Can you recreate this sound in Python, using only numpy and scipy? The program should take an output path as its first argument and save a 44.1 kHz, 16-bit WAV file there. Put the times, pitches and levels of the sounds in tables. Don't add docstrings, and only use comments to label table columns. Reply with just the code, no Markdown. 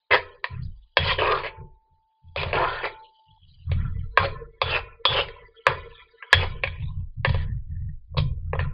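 import sys
import numpy as np
from scipy import signal
from scipy.io import wavfile
from scipy.ndimage import uniform_filter1d

SR = 44100
rng = np.random.default_rng(int(sys.argv[2]) if len(sys.argv) > 2 else 0)


def transcribe(signal):
    frames = np.atleast_2d(signal).T
    limited = np.clip(frames, -1, 1)
    pcm = np.round(limited * 32767).astype(np.int16)
    wavfile.write(sys.argv[1], SR, pcm)


N = 384993
TIME = np.arange(N) / SR

# start_s, low_clank_peak_db, mid_ring_db (against the low clank),
# bright_ring_db (against the low clank), spoon_ring_db (against the bright ring),
# clank_centre_hz, mid_centre_hz, spoon_centre_hz
SPOON_LANDINGS = [(0.44, -20, 3, -4.5, -30, 1060, 1850, 4600),
                  (0.968, -8, -0.5, -5, -12.5, 650, 1560, 3350),
                  (0.975, -24.5, 4.5, -7.5, -19.5, 966, 2610, 3350),
                  (1.185, -21.5, 1, -12.5, -20, 563, 1750, 3000),
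                  (1.217, -14, -19, -19.5, -20.5, 516, 2580, 3000),
                  (1.321, -19.5, -5, -21, -16, 1250, 1500, 3000),
                  (1.433, -32, 4, -15.5, -2, 1000, 2270, 3500),
                  (2.359, -19.5, -9.5, -7, -19, 700, 2390, 3400),
                  (2.412, -26.5, -3, -3.5, -18, 620, 2400, 3350),
                  (2.43, -19, -14.5, -7.5, -21.5, 600, 2300, 3350),
                  (2.528, -18, 0.5, -16, -6, 600, 2570, 2950),
                  (2.552, -26, 6.5, -6, -13.5, 950, 2630, 2950),
                  (3.714, -28.5, -2.5, -3, -15, 410, 2264, 3750),
                  (4.172, -4.5, -2.5, -14, -14, 1090, 1570, 3800),
                  (4.614, -10.5, -7.5, -7, -9.5, 950, 2450, 3500),
                  (5.051, -10, -10.5, -4, -3.5, 1046, 2600, 3500),
                  (5.283, -38, 5, -3.5, -15, 500, 1920, 3650),
                  (5.665, -5, -2.5, -15, -13, 1077, 1526, 3000),
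                  (6.223, -33.5, 5.5, -19.5, -14.5, 1210, 1586, 3300),
                  (6.327, -7, 6, -3, -10, 1090, 1750, 3330), (6.634, -18, 5.5, -6.5, -19, 600, 2360, 3000),
                  (6.672, -34.5, 10, -1.5, -10.5, 1110, 2300, 3300),
                  (7.246, -13.5, 2, -8.5, -17, 950, 1790, 3300),
                  (7.291, -26, -12, -1, -26, 510, 1800, 4200),
                  (7.342, -23, -13.5, -10.5, -16, 506, 1800, 4200),
                  (8.143, -33, -15.5, -24.5, -16, 433, 1750, 3400),
                  (8.167, -21.5, -16.5, -18, -18.5, 493, 2450, 3400),
                  (8.179, -18.5, -7.5, -3, -31.5, 604, 2450, 3450),
                  (8.53, -17, -8, -24, -16, 560, 1735, 3000),
                  (8.551, -24, -17.5, -19.5, -12, 680, 1725, 3000),
                  (8.59, -22, 0.5, -15.5, -12, 1130, 1790, 3000),
                  (8.6, -30.5, 1.5, -5.5, -19, 1110, 1830, 3500)]
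# start_s, length_s, halfway_level_db, swell_over_stroke_db, bright_rasp_share_db,
# start_resonance_hz, end_resonance_hz, rocking_db (before the rumble's own level)
SCRAPING_STROKES = [(0.105, 0.041, -15, 5, -8, 2355, 1840, -35.5),
                    (0.986, 0.13, -27.5, 16.5, -2, 3446, 3300, -27.5),
                    (1.18, 0.083, -23.5, 3, -5.5, 2930, 2600, -40),
                    (1.264, 0.07, -22, 5, -15, 1007, 1310, -47),
                    (1.346, 0.064, -31, -3.5, -7, 1354, 1176, -48.5),
                    (1.434, 0.031, -30.5, 4, -5, 2077, 2300, -57),
                    (2.368, 0.07, -29, -4.5, -2, 2400, 2600, -31.5),
                    (2.452, 0.059, -38, 2.5, -9, 620, 580, -32.5),
                    (2.531, 0.12, -22, 3.5, -14.5, 587, 1160, -39.5),
                    (2.669, 0.15, -32, -5, -9, 1350, 1800, -59.5),
                    (2.829, 0.03, -26, 3, -6, 1970, 2170, -54),
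                    (4.19, 0.065, -25.5, 5, -9, 1500, 550, -25.5),
                    (4.629, 0.135, -29, 16.5, -2.5, 3695, 2570, -32.5),
                    (5.081, 0.12, -25, 11.5, -2.5, 3820, 2810, -33.5),
                    (5.669, 0.048, -27, 1, -13, 1100, 1480, -29.5),
                    (6.339, 0.097, -31.5, 12, -4, 3300, 2110, -22),
                    (7.267, 0.16, -44, -0.5, -3.5, 1910, 1772, -22),
                    (8.169, 0.025, -30, -7.5, 0.5, 4400, 3500, -13)]
# start_s, length_s, patting_db (before the level all pushes share),
# spot_resonance_hz, rocking_db (before the rumble's own level)
SOFT_PUSHES = [(0.489, 0.18, -52.5, 1395, -31), (1.559, 0.06, -58, 1420, -35.5),
               (1.885, 0.05, -62, 1437, -53.5), (2.214, 0.099, -62.5, 2520, -40),
               (3.255, 0.058, -60.5, 3390, -48), (3.391, 0.17, -57, 2750, -48.5),
               (3.578, 0.09, -54, 3440, -41.5), (3.655, 0.12, -47.5, 1215, -21.5),
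               (3.782, 0.11, -47.5, 1406, -30), (3.906, 0.13, -58, 2140, -30),
               (5.369, 0.074, -50, 455, -51), (5.875, 0.13, -54.5, 3500, -63),
               (5.971, 0.033, -45.5, 2400, -72), (6.092, 0.025, -53.5, 460, -72),
               (6.284, 0.086, -44, 473, -56.5), (6.611, 0.13, -47.5, 1870, -34),
               (6.775, 0.068, -44.5, 3780, -26.5), (6.865, 0.028, -43, 1030, -30),
               (6.94, 0.068, -53.5, 992, -27), (7.155, 0.039, -78.5, 460, -26),
               (7.449, 0.12, -52.5, 1750, -29), (7.66, 0.24, -55.5, 1850, -30),
               (8.075, 0.083, -74, 464, -32.5), (8.406, 0.19, -59, 1306, -29),
               (8.57, 0.1, -43, 1400, -26.5)]
# time_s, level_db
FRYING_LEVEL = [(0, -63.5), (0.85, -55), (1.5, -81), (2.3, -59.5), (2.998, -54.5), (3.451, -55),
                (4.899, -71), (5.4, -59.5), (5.95, -54), (6.901, -60.5), (7.1, -70), (8.73, -77)]
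# pitch_hz, width_hz, gain_db
WOK_RESONANCES = [(388, 23, -16), (496, 270, 5.5), (547, 55, 7.5), (716, 50, -2), (796, 78, -6),
                  (949, 110, 6), (1056, 120, 4.5), (1192.7, 270, 1.5), (1385, 81, 2), (1628, 67, 2.5),
                  (1830, 430, 4.5), (2289, 89, 0.5), (2400, 270, -2), (2570, 180, 1.5), (2950, 99, 3),
                  (3240, 270, -0.5), (3940, 98, -17), (5000, 77, -17)]
# pitch_hz, level_db, fade_by_60_db_s
SPOON_MODES = [(2950, -0.5, 0.11), (3243, 8, 0.14), (3430, -2, 0.24), (3350, 1.5, 0.27), (3446, -0.5, 0.28),
               (3655, -4, 0.1), (3680, -5, 0.1), (4200, -6, 0.06), (4700, -0.5, 0.07)]
# pitch_hz, level_db, fade_by_60_db_s
RIM_MODES = [(492, -9.5, 0.58), (990, -14, 0.43), (1351, -4, 0.7), (1460, -3, .8), (1750, -9, .8),
             (3741, -11, 0.6), (4016, -9, 0.6), (2200, -6.5, 0.45), (2650, -11, 0.37)]
# pitch_hz, width_hz, gain_db
STAND_SWAY = [(85.2, 5.1, 5.5), (124.3, 1.8, -2.5), (144.4, 1.4, -3.5)]
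# pitch_hz, width_hz, gain_db
STAND_DEEP_SWAY = [(23, 9, 1.5), (47.3, 4.9, -1)]
# pitch_hz, level_db
LINGERING_TONES = [(457.6, -54), (995.9, -64), (1351, -64), (1480, -77), (1750, -64), (1992, -66.5),
                   (2191, -69), (2428, -79.5), (2584, -80)]
# pitch_hz, width_hz, gain_db
BUBBLE_RESONANCES = [(3046, 120, 16), (3340, 50, 17.5), (3340, 39, 13), (3770, 45, 20.5), (4070, 25, 24),
                     (4300, 50, 15), (4690, 46, 22.5)]
# time_s, level_db
WHINE_LEVEL = [(0, -63), (0.5, -75), (1.6, -49), (2.302, -53), (3.3, -44.5)]
# pitch_hz, fade_by_60_db_s
KITCHEN_DECAY = [(200, 0.45), (530, 0.3), (1400, 0.24), (3700, 0.19), (6000, 0.35)]

BOWL_LOW_HZ = 370
BAND_EDGES_HZ = (1400, 2900)
MID_WIDTH, MID_FOCUS_DB = 0.12, 6.5
SPOON_FOCUS_HZ, SPOON_FOCUS_DB = 166, 7
BITE_S, LIFT_DB_PER_S = 0.008, 452.5
RASP_HZ = 2200
DULLING_DB = 1
JUDDER_DB, JUDDER_HZ = 0.3, 45
SHOVE_S, PUSH_FALL_DB_PER_S = 0.042, 229.5
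PAT_LOW_HZ = 800
PAT_SWELL_DB = -8
WET_DB, WET_HZ = -5, 3300
ROCK_RISE_S, ROCK_SWELL_DB, SETTLE_DB_PER_S = 0.022, -11.5, 88
LINGER_START_S, LINGER_LENGTH_S = 3.8, 2.55
WHINE_HZ, WHINE_SAG_HZ_PER_S, WHINE_STOP_S = 888, 2.5, 3.38
CUT_HZ = 12800


def knocks(contact_s=0.0018, reflection_s=0.0018, reflection=0.64, shell_t60=0.08, crest_db=7):
    out = np.zeros(N)
    t = np.arange(SR // 3) / SR
    for (s, low_db, mid_db, bright_db, spoon_db,
         clank_hz, mid_hz, spoon_hz) in SPOON_LANDINGS:
        blow = shell(t, shell_t60)
        add(blow, 0, np.ones(1))
        add(blow, reflection_s, np.array([reflection]))
        clank = band(resonate(blow, WOK_RESONANCES), BOWL_LOW_HZ, "highpass")
        low = band(clank, BAND_EDGES_HZ[0], "lowpass", order=6)
        low = resonate(low, [(clank_hz, clank_hz, 0)])
        mid = band(clank, BAND_EDGES_HZ, "bandpass")
        mid += resonate(mid, [(mid_hz, MID_WIDTH * mid_hz, MID_FOCUS_DB)])
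        bright = band(clank, BAND_EDGES_HZ[1], "highpass", order=6)
        sound = amp(bright_db + spoon_db) * spoon(t, spoon_hz)
        for part, db in ((low, 0), (mid, mid_db), (bright, bright_db)):
            first_10_ms = part[:SR // 100]
            sound += amp(db - crest_db) * part / np.std(first_10_ms)
        add(out, s + contact_s, amp(low_db) * sound)
    return out


def spoon(t, centre_hz, uneven_db=2.5, detune=0.0017):
    chance = rng.standard_normal((len(SPOON_MODES), 2))
    modes = []
    for (hz, db, t60), (pitch_luck, level_luck) in zip(SPOON_MODES, chance):
        off_centre_db = SPOON_FOCUS_DB * np.tanh(abs(hz - centre_hz) / SPOON_FOCUS_HZ)
        modes.append((hz * (1 + detune * pitch_luck), db + uneven_db * level_luck - off_centre_db, t60))
    return ring(modes, t)


def shell(t, t60):
    dense = rng.standard_normal(len(t)) * amp(-60 * t / t60)
    return dense / np.linalg.norm(dense)


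def scrapes(per_s=3000, spread_db=2.0, shell_t60=0.064, shell_db=-5):
    out = np.zeros(N)
    t = np.arange(SR // 5) / SR
    judder = unit(band(rng.standard_normal(N), JUDDER_HZ, "lowpass", order=2))
    pressure = amp(JUDDER_DB * judder)
    catches = slips(per_s, spread_db)
    catches *= pressure / np.sqrt(uniform_filter1d(catches ** 2, size=1500) + 1e-3)
    for start, length, db, swell_db, share_db, from_hz, to_hz, _ in SCRAPING_STROKES:
        span = (TIME > start - 0.02) & (TIME < start + length + 0.1)
        touch = amp(shell_db) * shell(t, shell_t60) + (t == 0)
        body = band(resonate(touch, WOK_RESONANCES), BOWL_LOW_HZ, "highpass", order=8)
        ends = np.array([start, start + length]) - TIME[span][0]
        grating = skid(through(catches[span], body), ends, [from_hz, to_hz])
        shares_db = [share_db + DULLING_DB / 2, share_db - DULLING_DB / 2]
        grating = tilted(grating, ends, shares_db)
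        stroke = gesture(start, length, BITE_S, swell_db, LIFT_DB_PER_S)[span]
        out[span] += amp(db) * stroke * steady(grating, size=500)
    return out


def skid(x, s, spot_hz, width=0.082, spot_db=7):
    hz, t, z = signal.stft(x, SR, nperseg=512)
    centre = np.interp(t, s, spot_hz)
    distance = (hz[:, None] - centre) / (width * centre)
    lift = 1 + amp(spot_db) / (1 + distance ** 2)
    return signal.istft(z * lift, SR, nperseg=512)[1][:len(x)]


def tilted(x, s, share_db, top_hz=3600, wander_db=3.0):
    hz, t, z = signal.stft(x, SR, nperseg=512)
    z = wander(z, wander_db, size=10)
    tilts_db = np.linspace(-40, 24, 33)[:, None]
    slopes = amp(tilts_db * np.minimum(hz / top_hz, 1))
    power = slopes ** 2 * np.mean(abs(z) ** 2, axis=1)
    shares_db = 10 * np.log10(power[:, hz > RASP_HZ].sum(1) / power.sum(1))
    slopes /= np.sqrt(power.sum(1))[:, None]
    wanted_db = np.interp(t, s, share_db)
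    choice = abs(shares_db[:, None] - wanted_db).argmin(0)
    return unit(signal.istft(z * slopes[choice].T, SR, nperseg=512)[1][:len(x)])


def pushes(per_s=500, spread_db=1.5, push_db=-1, spot_width=0.11, spot_db=10, patchy_db=5):
    pats = patter(per_s, spread_db, patchy_db)
    out = np.zeros(N)
    for start, length, db, spot_hz, _ in SOFT_PUSHES:
        span = (TIME > start) & (TIME < start + length + 0.2)
        spot = resonate(pats[span], [(spot_hz, spot_width * spot_hz, spot_db)])
        patting = unit(pats[span] + spot)
        push = gesture(start, length, SHOVE_S, PAT_SWELL_DB, PUSH_FALL_DB_PER_S)[span]
        out[span] += amp(db + push_db) * push * patting
    return out


def patter(per_s, spread_db, patchy_db):
    hits = slips(per_s, spread_db)
    dull = band(resonate(hits, WOK_RESONANCES), PAT_LOW_HZ, "highpass", order=3)
    wet = amp(WET_DB) * band(hits, WET_HZ, "highpass")
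    return wavering(dull + wet, patchy_db, size=8)


def rim(steel, rim_db=-71):
    return amp(rim_db) * through(steel, ring(RIM_MODES, TIME[:SR]))


def rumble(rumble_db=-1, broad_db=-25, top_hz=165, deep_db=-4, deep_lag_s=0.09):
    jolts = band(rng.standard_normal(N), 90, "highpass")
    sway = resonate(jolts, STAND_SWAY) + amp(broad_db) * jolts
    sway = band(sway, top_hz, "lowpass", order=5)
    deep = band(resonate(rng.standard_normal(N), STAND_DEEP_SWAY), 66, "lowpass")
    drive = rocking()
    keep = np.exp(-1 / (deep_lag_s * SR))
    lagging = signal.lfilter([1 - keep], [1, -keep], drive)
    swaying = amp(rumble_db) * steady(sway, size=2200) * drive
    return swaying + amp(deep_db) * steady(deep, size=5000) * lagging


def rocking():
    scraped = sum(amp(db) * gesture(start, length, ROCK_RISE_S, ROCK_SWELL_DB, SETTLE_DB_PER_S)
                  for start, length, *_, db in SCRAPING_STROKES)
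    pushed = sum(amp(db) * gesture(start, length, SHOVE_S, 0, PUSH_FALL_DB_PER_S)
                 for start, length, *_, db in SOFT_PUSHES)
    return np.hypot(scraped, pushed)


def lingering(linger_db=1, width_hz=20, waver_db=7.0, rise_s=0.067, swell_db=4, fall_db_per_s=80):
    stir = rng.standard_normal(N)
    tones = np.zeros(N)
    for hz, db in LINGERING_TONES:
        peak = [(hz, width_hz, 0)]
        tones += amp(db) * unit(resonate(resonate(stir, peak), peak))
    swell = gesture(LINGER_START_S, LINGER_LENGTH_S, rise_s, swell_db, fall_db_per_s)
    return amp(linger_db) * wavering(tones, waver_db, size=7) * swell


def sizzle(per_s=600, spread_db=1.0, low_hz=2200, high_hz=4600, steam_db=-69, patchy_db=5.5):
    bursts = band(slips(per_s, spread_db), (low_hz, high_hz), "bandpass", order=2)
    fizz = unit(bursts + resonate(bursts, BUBBLE_RESONANCES))
    fizz *= level(*np.transpose(FRYING_LEVEL))
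    steam = amp(steam_db) * unit(band(rng.standard_normal(N), (350, 2200), "bandpass", order=2))
    return wavering(fizz + steam, patchy_db, size=10)


def whine():
    s, db = np.transpose(WHINE_LEVEL)
    pitch_hz = WHINE_HZ - WHINE_SAG_HZ_PER_S * TIME
    tone = unit(np.sin(2 * np.pi * np.cumsum(pitch_hz) / SR))
    return tone * level(np.r_[s, WHINE_STOP_S], np.r_[db, db[-1]])


def kitchen(x, room_db=-14, build_s=0.00065, uneven_db=3.5, scatter=0.62):
    hz, t, z = signal.stft(rng.standard_normal(SR), SR, nperseg=1024)
    luck = np.clip(rng.standard_normal(len(hz)), -2, 2)
    t60 = np.interp(hz, *np.transpose(KITCHEN_DECAY)) * np.exp(scatter * luck)
    tail = signal.istft(z * amp(-60 * t / t60[:, None]), SR, nperseg=1024)[1]
    tail *= 1 - np.exp(-np.arange(len(tail)) / SR / build_s)
    echoes = through(x, tail / np.linalg.norm(tail))
    return amp(room_db) * wavering(echoes, uneven_db, size=12)


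def air(air_db=-76):
    return amp(air_db) * unit(band(rng.standard_normal(N), 150, "lowpass", order=1))


def suppress(x, threshold_db=-73, slope_db=0.5, depth_db=-28):
    hz, t, z = signal.stft(x, SR, nperseg=1024, noverlap=768)
    power = uniform_filter1d(abs(z) ** 2, size=2, axis=0)
    recent = signal.lfilter([0.2], [1, -0.8], power)
    limit_db = threshold_db + slope_db * np.log2(np.maximum(hz, 500) / 2000)
    recent_db = 10 * np.log10(abs(recent) + 1e-16)
    shut = 0.5 - 0.5 * np.tanh(recent_db - limit_db[:, None])
    shut = uniform_filter1d(shut, size=11, axis=1)
    return signal.istft(z * amp(depth_db * shut), SR, nperseg=1024, noverlap=768)[1][:, :N]


def gesture(start, length, rise_s, swell_db, fall_db_per_s):
    t = TIME[TIME >= start] - start
    swell = swell_db * (np.minimum(t / length, 1) - 0.5)
    db = swell - fall_db_per_s * np.maximum(t - length, 0)
    gain = np.minimum(t / rise_s, 1) * amp(np.maximum(db, -200))
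    return np.r_[np.zeros(N - len(t)), gain]


def slips(per_s, spread_db):
    size = amp(spread_db * np.minimum(rng.exponential(1, N), 4))
    sign = rng.choice([-1, 1], N)
    return unit(size * sign * (rng.random(N) < per_s / SR))


def wavering(x, depth_db, size=3):
    z = wander(signal.stft(x, SR, nperseg=1024)[2], depth_db, size=size)
    return signal.istft(z, SR, nperseg=1024)[1][:len(x)]


def wander(z, depth_db, size=3):
    patches = uniform_filter1d(rng.standard_normal(z.shape), size=size, axis=0)
    patches = uniform_filter1d(patches, size=2, axis=1)
    return z * amp(depth_db * unit(patches))


def ring(modes, t):
    return sum(amp(db - 60 * t / t60) * np.sin(2 * np.pi * hz * t) for hz, db, t60 in modes)


def resonate(x, peaks):
    return sum(amp(db) * signal.lfilter(*signal.iirpeak(hz, hz / width, SR), x)
               for hz, width, db in peaks)


def band(x, hz, kind, order=4):
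    return signal.sosfilt(signal.butter(order, hz, kind, fs=SR, output="sos"), x)


def through(x, response):
    return signal.fftconvolve(x, response)[:len(x)]


def steady(x, size):
    return x / np.sqrt(abs(uniform_filter1d(x ** 2, size)) + 1e-12)


def level(s, db):
    return uniform_filter1d(amp(np.interp(TIME, s, db, left=-200, right=-200)), size=130)


def add(mix, s, sound):
    part = mix[max(round(s * SR), 0):][:len(sound)]
    part += sound[:len(part)]


def unit(x):
    return x / np.sqrt(np.mean(x ** 2) + 1e-20)


def amp(db):
    return 10 ** (np.asarray(db) / 20)


def scene():
    steel = knocks() + scrapes() + pushes()
    answers = rim(steel) + kitchen(steel)
    background = rumble() + lingering() + sizzle() + whine() + air()
    return (steel + answers + background)[None]


def record(dry, voice_band_hz=5000, ceiling=0.95):
    narrow = suppress(band(dry, voice_band_hz, "lowpass", order=16))
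    clipped = np.clip(narrow, -ceiling, ceiling)
    smoothing = signal.firwin(255, CUT_HZ, window=("kaiser", 8), fs=SR)
    return signal.oaconvolve(clipped, smoothing[None], "same")


dry = scene()
out = record(dry)
transcribe(out)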